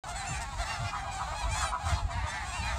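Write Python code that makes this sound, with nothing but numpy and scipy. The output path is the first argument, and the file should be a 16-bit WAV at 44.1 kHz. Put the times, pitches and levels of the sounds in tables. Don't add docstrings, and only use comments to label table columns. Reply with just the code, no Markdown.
import sys
import numpy as np
from scipy import signal
from scipy.fft import rfft, irfft
from scipy.io import wavfile
from scipy.ndimage import uniform_filter1d, map_coordinates

SR = 44100
rng = np.random.default_rng(int(sys.argv[2]) if len(sys.argv) > 2 else 0)


def waveform_to_disk(signal):
    frames = np.transpose(np.atleast_2d(signal))
    scaled = np.clip(frames, -1, 1) * 32767
    samples = np.round(scaled).astype(np.int16)
    wavfile.write(sys.argv[1], SR, samples)


N = 122598
TIME = np.arange(N) / SR
CUTOFF_HZ = 15700
BLOCK = 64

# time_s, relative_low_db, relative_treble_db
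CHORUS_LEVELS = [(0.05, -37, -44.5), (0.42, -37, -44), (0.51, -40.5, -44), (0.62, -35, -33.5),
                 (0.81, -36, -40.5), (0.9, -36.5, -40.5), (1.02, -37.5, -49.5), (1.24, -34.5, -41),
                 (1.47, -37.5, -42.5), (1.68, -35.5, -45), (1.77, -41.5, -51), (1.9, -31.5, -35.5),
                 (2.05, -44.5, -49.5), (2.2, -35, -52.5), (2.42, -38.5, -44), (2.76, -35, -40.5)]
# frequency_hz, gain_db
DISTANT_THROAT = [(400, -61), (600, 1), (780, 8), (1200, 6), (1700, -4.5), (2400, -5), (3000, -7.5),
                  (3900, 1.5), (5500, -5), (7500, 2), (9000, -6.5), (11500, -30), (13500, -19),
                  (16000, -27)]


def from_db(db):
    return 10 ** (np.asarray(db) / 20)


def rms_one(x):
    return x / np.sqrt(np.mean(x ** 2) + 1e-20)


def at_hz(spectrum, hz):
    knots_hz, knots_db = np.transpose(spectrum)
    return np.interp(np.log(hz + 1e-6), np.log(knots_hz), knots_db)


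def drift(rate_hz, size):
    knots = rng.standard_normal(4096)
    return np.interp(np.arange(size) * rate_hz / SR, np.arange(len(knots)), knots)


def noise(spectrum):
    gain = from_db(at_hz(spectrum, np.fft.rfftfreq(N, 1 / SR)))
    return rms_one(irfft(rfft(rng.standard_normal(N)) * gain, N))


def filtered(x, order, hz, kind):
    return signal.sosfilt(signal.butter(order, hz, kind, fs=SR, output="sos"), x)


def evened(x, window_s):
    power = np.maximum(uniform_filter1d(x ** 2, int(window_s * SR)), 0)
    return x / np.sqrt(power + 1e-3 * np.mean(x ** 2))


def add(out, start_s, sound):
    i = int(start_s * SR)
    a, b = max(i, 0), min(i + len(sound), N)
    if b > a:
        out[a:b] += sound[a - i:b - i]


def arch(rise_s, fall_s, start_hz, crest_hz, end_hz, edge, break_share=0):
    rise = np.linspace(-1, 0, max(int(rise_s * SR), BLOCK))
    fall = np.linspace(0, 1, max(int(fall_s * SR), BLOCK))
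    position = np.r_[rise, fall]
    rising = position < 0
    glide = abs(position) ** np.where(rising, 1.7, 1.35)
    break_at = np.where(rising, .55, .245)
    step = (1 + np.tanh((abs(position) - break_at) / .074)) / 2
    span_hz = crest_hz - np.where(rising, start_hz, end_hz)
    pitch = crest_hz - span_hz * ((1 - break_share) * glide + break_share * step)
    return pitch, np.cos(position * np.pi / 2).clip(0) ** edge


def voice(pitch, throat_db, top_hz, jitter, rasp, subharmonic_db):
    colour_spread_db, colour_step_hz = 1.2, 650
    flutter_spread_db, flutter_per_s = 3, 55
    n = len(pitch)
    phase = 2 * np.pi * np.cumsum(pitch * (1 + jitter * (drift(350, n) + drift(70, n)))) / SR
    harmonic = np.arange(2, 2 * top_hz / pitch.max())[:, None] / 2
    hz = harmonic * pitch[::BLOCK]
    colour, flutter = rng.standard_normal(64), rng.standard_normal((512, 32))
    colour_db = colour_spread_db * np.interp(hz / colour_step_hz, np.arange(len(colour)), colour)
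    partial_and_time = np.broadcast_arrays(2 * harmonic, TIME[:n:BLOCK] * flutter_per_s)
    flutter_db = flutter_spread_db * map_coordinates(flutter, partial_and_time, order=1, mode="nearest")
    variation_db = np.minimum(hz / 2500, 1) * (colour_db + flutter_db)
    gains = from_db(throat_db(hz) + variation_db + subharmonic_db * (harmonic % 1 > 0))
    angles = harmonic * phase + rng.uniform(0, 2 * np.pi, size=(512, 1))[:len(harmonic)]
    partials = np.repeat(gains, BLOCK, axis=1)[:, :n] * np.sin(angles)
    return np.sqrt(2) * partials.sum(0) * (1 + rasp * drift(900, n))


def far_flock():
    calls_per_s, honk_share, split_hz = 44, .43, 2520
    chorus = np.zeros(N)
    for i in range(int(calls_per_s * N / SR) + 2):
        when, length, height, strength, bend, kind = rng.random(size=6)
        hz = 250 + 200 * height if kind < honk_share else 660 + 340 * height
        half_s = .03 + .035 * length
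        start_hz, end_hz = hz * (.95 - .12 * bend), hz * (.95 - .1367 * bend)
        pitch, swell = arch(half_s, half_s, start_hz, hz, end_hz, edge=.57)
        call = voice(pitch, lambda f: at_hz(DISTANT_THROAT, f), CUTOFF_HZ,
                     jitter=.006, rasp=.2, subharmonic_db=-18)
        add(chorus, (i - 2 * when) / calls_per_s - half_s, from_db(16.5 * strength) * swell * rms_one(call))
    low = evened(filtered(chorus, 4, split_hz, "low"), window_s=.083)
    treble = evened(filtered(chorus, 4, split_hz, "high"), window_s=.077)
    low_db, treble_db = in_time_levels()
    return from_db(low_db - 3.5) * low + from_db(treble_db - 12.5) * treble


def in_time_levels():
    time_s, low_db, treble_db = np.transpose(CHORUS_LEVELS)
    return np.interp(TIME, time_s, low_db), np.interp(TIME, time_s, treble_db)


def farthest_birds():
    low_db, treble_db = in_time_levels()
    return from_db((low_db + treble_db) / 2 - 13) * noise(DISTANT_THROAT)


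def wind():
    # frequency_hz, relative_density_db
    breeze = [(20, -24), (45, 8.5), (80, 3), (200, -11.5), (500, -29), (900, -50), (4000, -61.5)]
    # middle_s, half_length_s, centre_hz, relative_level_db
    buffets = [(0.316, 0.057, 118, -36.5), (0.389, 0.097, 58.4, -35), (0.576, 0.14, 52.6, -35),
               (0.842, 0.083, 104, -33), (1.469, 0.062, 59, -30), (1.523, 0.058, 65, -32.5),
               (1.634, 0.12, 58, -35), (1.866, .05, 73, -31.5), (1.938, 0.069, 68, -26),
               (2.051, 0.061, 57, -27.5), (2.167, 0.058, 85, -33), (2.237, 0.037, 78, -29),
               (2.631, 0.077, 70, -31.5), (2.751, 0.13, 61, -34)]
    out = from_db(-42.5) * noise(breeze)
    for middle_s, half_s, hz, level_db in buffets:
        rumble = filtered(rng.standard_normal(SR), 2, [hz / 1.3, hz * 1.243], "band")
        swell = np.hanning(int(2 * half_s * SR))
        puff = rumble[-len(swell):] * swell
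        add(out, middle_s - half_s, from_db(level_db - 5) * rms_one(puff))
    return out


def buzzing_calls(calls, throat, sag, edge, gain_db, **roughness):
    out = np.zeros(N)
    for middle_s, length_s, crest_hz, level_db, tilt_db_per_octave in calls:
        half_s, end_hz = length_s / 2, crest_hz * (1 - sag)
        pitch, swell = arch(half_s, half_s, end_hz, crest_hz, end_hz, edge)

        def throat_db(hz):
            return at_hz(throat, hz) + tilt_db_per_octave * np.log2(np.minimum(hz, 2500) / 1000)
        call = rms_one(voice(pitch, throat_db, top_hz=throat[-1][0], **roughness))
        add(out, middle_s - half_s, from_db(level_db + gain_db) * swell * call)
    return out


def grunts():
    # middle_s, length_s, pitch_hz, relative_level_db, tilt_db_per_octave
    calls = [(.08, 0.067, 124.5, -43.5, -11), (.945, 0.084, 141.3, -37, 14),
             (1.065, 0.061, 137.4, -38.5, -6.5), (1.215, 0.053, 142.1, -35, 6),
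             (1.33, 0.056, 140.3, -37, -8), (1.445, 0.08, 142.6, -36.5, -12),
             (1.575, 0.063, 144.5, -35, -13), (1.635, 0.075, 138.4, -33.5, 12),
             (1.745, .07, 143.8, -30.5, 5.5), (1.88, 0.073, 137.6, -37, 3), (1.98, 0.1, 140.7, -38, -8),
             (2.11, 0.072, 139.4, -38.5, -9), (2.265, 0.058, 141.4, -42.5, -2)]
    # frequency_hz, gain_db
    throat = [(420, -45), (580, -20), (700, 4), (850, -28.5), (1000, 5.5), (1130, -4), (1260, -1),
              (1420, -7), (1800, -49), (3000, -44)]
    return buzzing_calls(calls, throat, sag=.055, edge=1.2, gain_db=-.5,
                         jitter=.0097, rasp=.18, subharmonic_db=-8)


def squawks():
    # middle_s, length_s, level_db
    outbursts = [(.1, .07, -47), (.422, .04, -43), (1.61, .13, -42), (1.89, .09, -45)]
    # frequency_hz, gain_db
    throat = [(1000, -16), (4000, 0.5), (8500, 6), (11500, -19), (13500, -13), (16000, -27)]
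    pitch_hz = 276.3
    calls = [(middle_s, length_s, pitch_hz, level_db, 0) for middle_s, length_s, level_db in outbursts]
    return buzzing_calls(calls, throat, sag=.05, edge=.7, gain_db=0,
                         jitter=.006, rasp=.5, subharmonic_db=-6)


def honks():
    # middle_s, length_s, pitch_hz, relative_level_db, tilt_db_per_octave
    calls = [(.21, 0.13, 226.5, -43, -1), (.4, 0.14, 240.4, -45.5, -1), (.61, 0.091, 202.8, -40, -10.5),
             (.7, .13, 229.5, -40, -4.5), (.985, 0.091, 202.3, -40.5, -4.5), (1.6, 0.13, 211.6, -38.5, -5),
             (1.91, 0.099, 239, -43, -1), (2.18, 0.15, 241.4, -42, 0.5), (2.35, 0.22, 197.9, -39, 1.5),
             (2.7, 0.095, 225.7, -37.5, -3)]
    # frequency_hz, gain_db
    throat = [(450, -59), (750, 1.5), (1250, -9), (1600, -2), (1980, 4.5), (2400, -9.5), (2900, -18.5),
              (4000, -12), (6000, -24), (11000, -31)]
    return buzzing_calls(calls, throat, sag=.11, edge=.51, gain_db=-1.5,
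                         jitter=.0056, rasp=.035, subharmonic_db=-13)


def yelps():
    # crest_s, rise_s, fall_s, start_hz, crest_hz, end_hz, gain_db, treble_db,
    # lower_resonance_hz, upper_resonance_hz
    calls = [(.171, 0.025, 0.065, 845, 870, 767, -56.5, -2.5, 3900, 8000),
             (.308, .085, .085, 780, 910, 775, -55.5, -3, 2500, 7200),
             (.38, 0.048, 0.017, 790, 793, 774, -57, -3, 2370, 6300),
             (.529, 0.019, 0.027, 598, 613, 580, -65, -7, 3650, 7250),
             (.718, .07, .07, 850, 925, 840, -53, -9, 2850, 5350),
             (.89, .048, .025, 400, 409, 407, -53.5, -16, 2480, 5330),
             (.988, 0.039, 0.058, 798, 813, 782, -62.5, -2.5, 3280, 5950),
             (1.115, 0.048, 0.039, 780, 822, 788, -59, -45, 2370, 4700),
             (1.128, .015, 0.078, 755, 791, 715, -60, -1, 4250, 7800),
             (1.406, .06, .05, 812, 843, 745, -53.5, -4, 2480, 3900),
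             (1.535, 0.045, 0.033, 740, 798, 764, -54, -2, 2150, 7150),
             (1.596, .08, .08, 785, 862, 780, -48.5, -4.5, 3700, 7300),
             (1.652, .03, .07, 800, 795, 745, -53, -5, 4000, 9300),
             (1.945, .095, 0.035, 808, 815, 804, -60, -3, 3400, 5700),
             (1.977, 0.059, 0.038, 395, 422.4, 391.6, -61.5, -8, 3660, 4200),
             (2.121, .025, 0.041, 760, 785, 690, -60.5, -7, 4460, 7700),
             (2.303, 0.041, 0.023, 855, 883, 900, -55.5, -2.5, 3550, 6600),
             (2.34, 0.052, 0.057, 785, 794.5, 758, -59, -6.5, 3670, 5700),
             (2.5, .06, 0.13, 772, 837, 752, -56, -5.5, 2600, 7700),
             (2.58, .065, .06, 868, 930, 870, -52.5, -11, 2790, 7700),
             (2.668, .055, .03, 785, 816, 785, -52, -7, 2430, 3700),
             (2.712, 0.044, 0.1, 875, 882, 833, -65, -0.5, 3600, 6300)]
    # frequency_hz, gain_db
    throat = [(400, -24), (600, -2), (820, 3), (1250, -6), (1650, -1), (2450, 0), (3000, -4), (3800, -3),
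              (5500, -4), (7500, 0), (8800, -1), (10000, -9), (11500, -27), (13500, -18), (16000, -36)]
    resonance_db, sharpness, treble_ramp_hz = 10, 9, [4200, 7050]
    out = np.zeros(N)
    for crest_s, rise_s, fall_s, start_hz, crest_hz, end_hz, gain_db, treble_db, *peaks_hz in calls:
        pitch, swell = arch(rise_s, fall_s, start_hz, crest_hz, end_hz, edge=.5, break_share=.295)
        effort_db = 10 * np.log10(swell[::BLOCK] + 1e-6)

        def throat_db(hz):
            shelf_db = (treble_db + effort_db) * np.interp(hz, treble_ramp_hz, [0, 1])
            peaks_db = sum(resonance_db / (1 + (sharpness * (hz / peak - 1)) ** 2) for peak in peaks_hz)
            return at_hz(throat, hz) + shelf_db + peaks_db
        cry = voice(pitch, throat_db, CUTOFF_HZ, jitter=.0035, rasp=.25, subharmonic_db=-17)
        add(out, crest_s - rise_s, from_db(gain_db) * swell * cry)
    return out


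def field_scatter(direct):
    reverberation_s = .27
    t = TIME[:SR // 2]
    tail = filtered(rng.standard_normal(len(t)), 1, 2500, "low") * from_db(-60 * t / reverberation_s)
    return from_db(-12) * signal.fftconvolve(direct, tail / np.linalg.norm(tail))[:N]


def scene():
    near = grunts() + honks() + yelps() + squawks()
    return (near + field_scatter(near) + far_flock() + farthest_birds() + wind())[None]


def record(dry):
    start_s = .037
    low_pass = signal.cheby2(14, 70, CUTOFF_HZ + 900, fs=SR, output="sos")
    return signal.sosfilt(low_pass, dry * (TIME > start_s))


dry = scene()
out = record(dry)
waveform_to_disk(out)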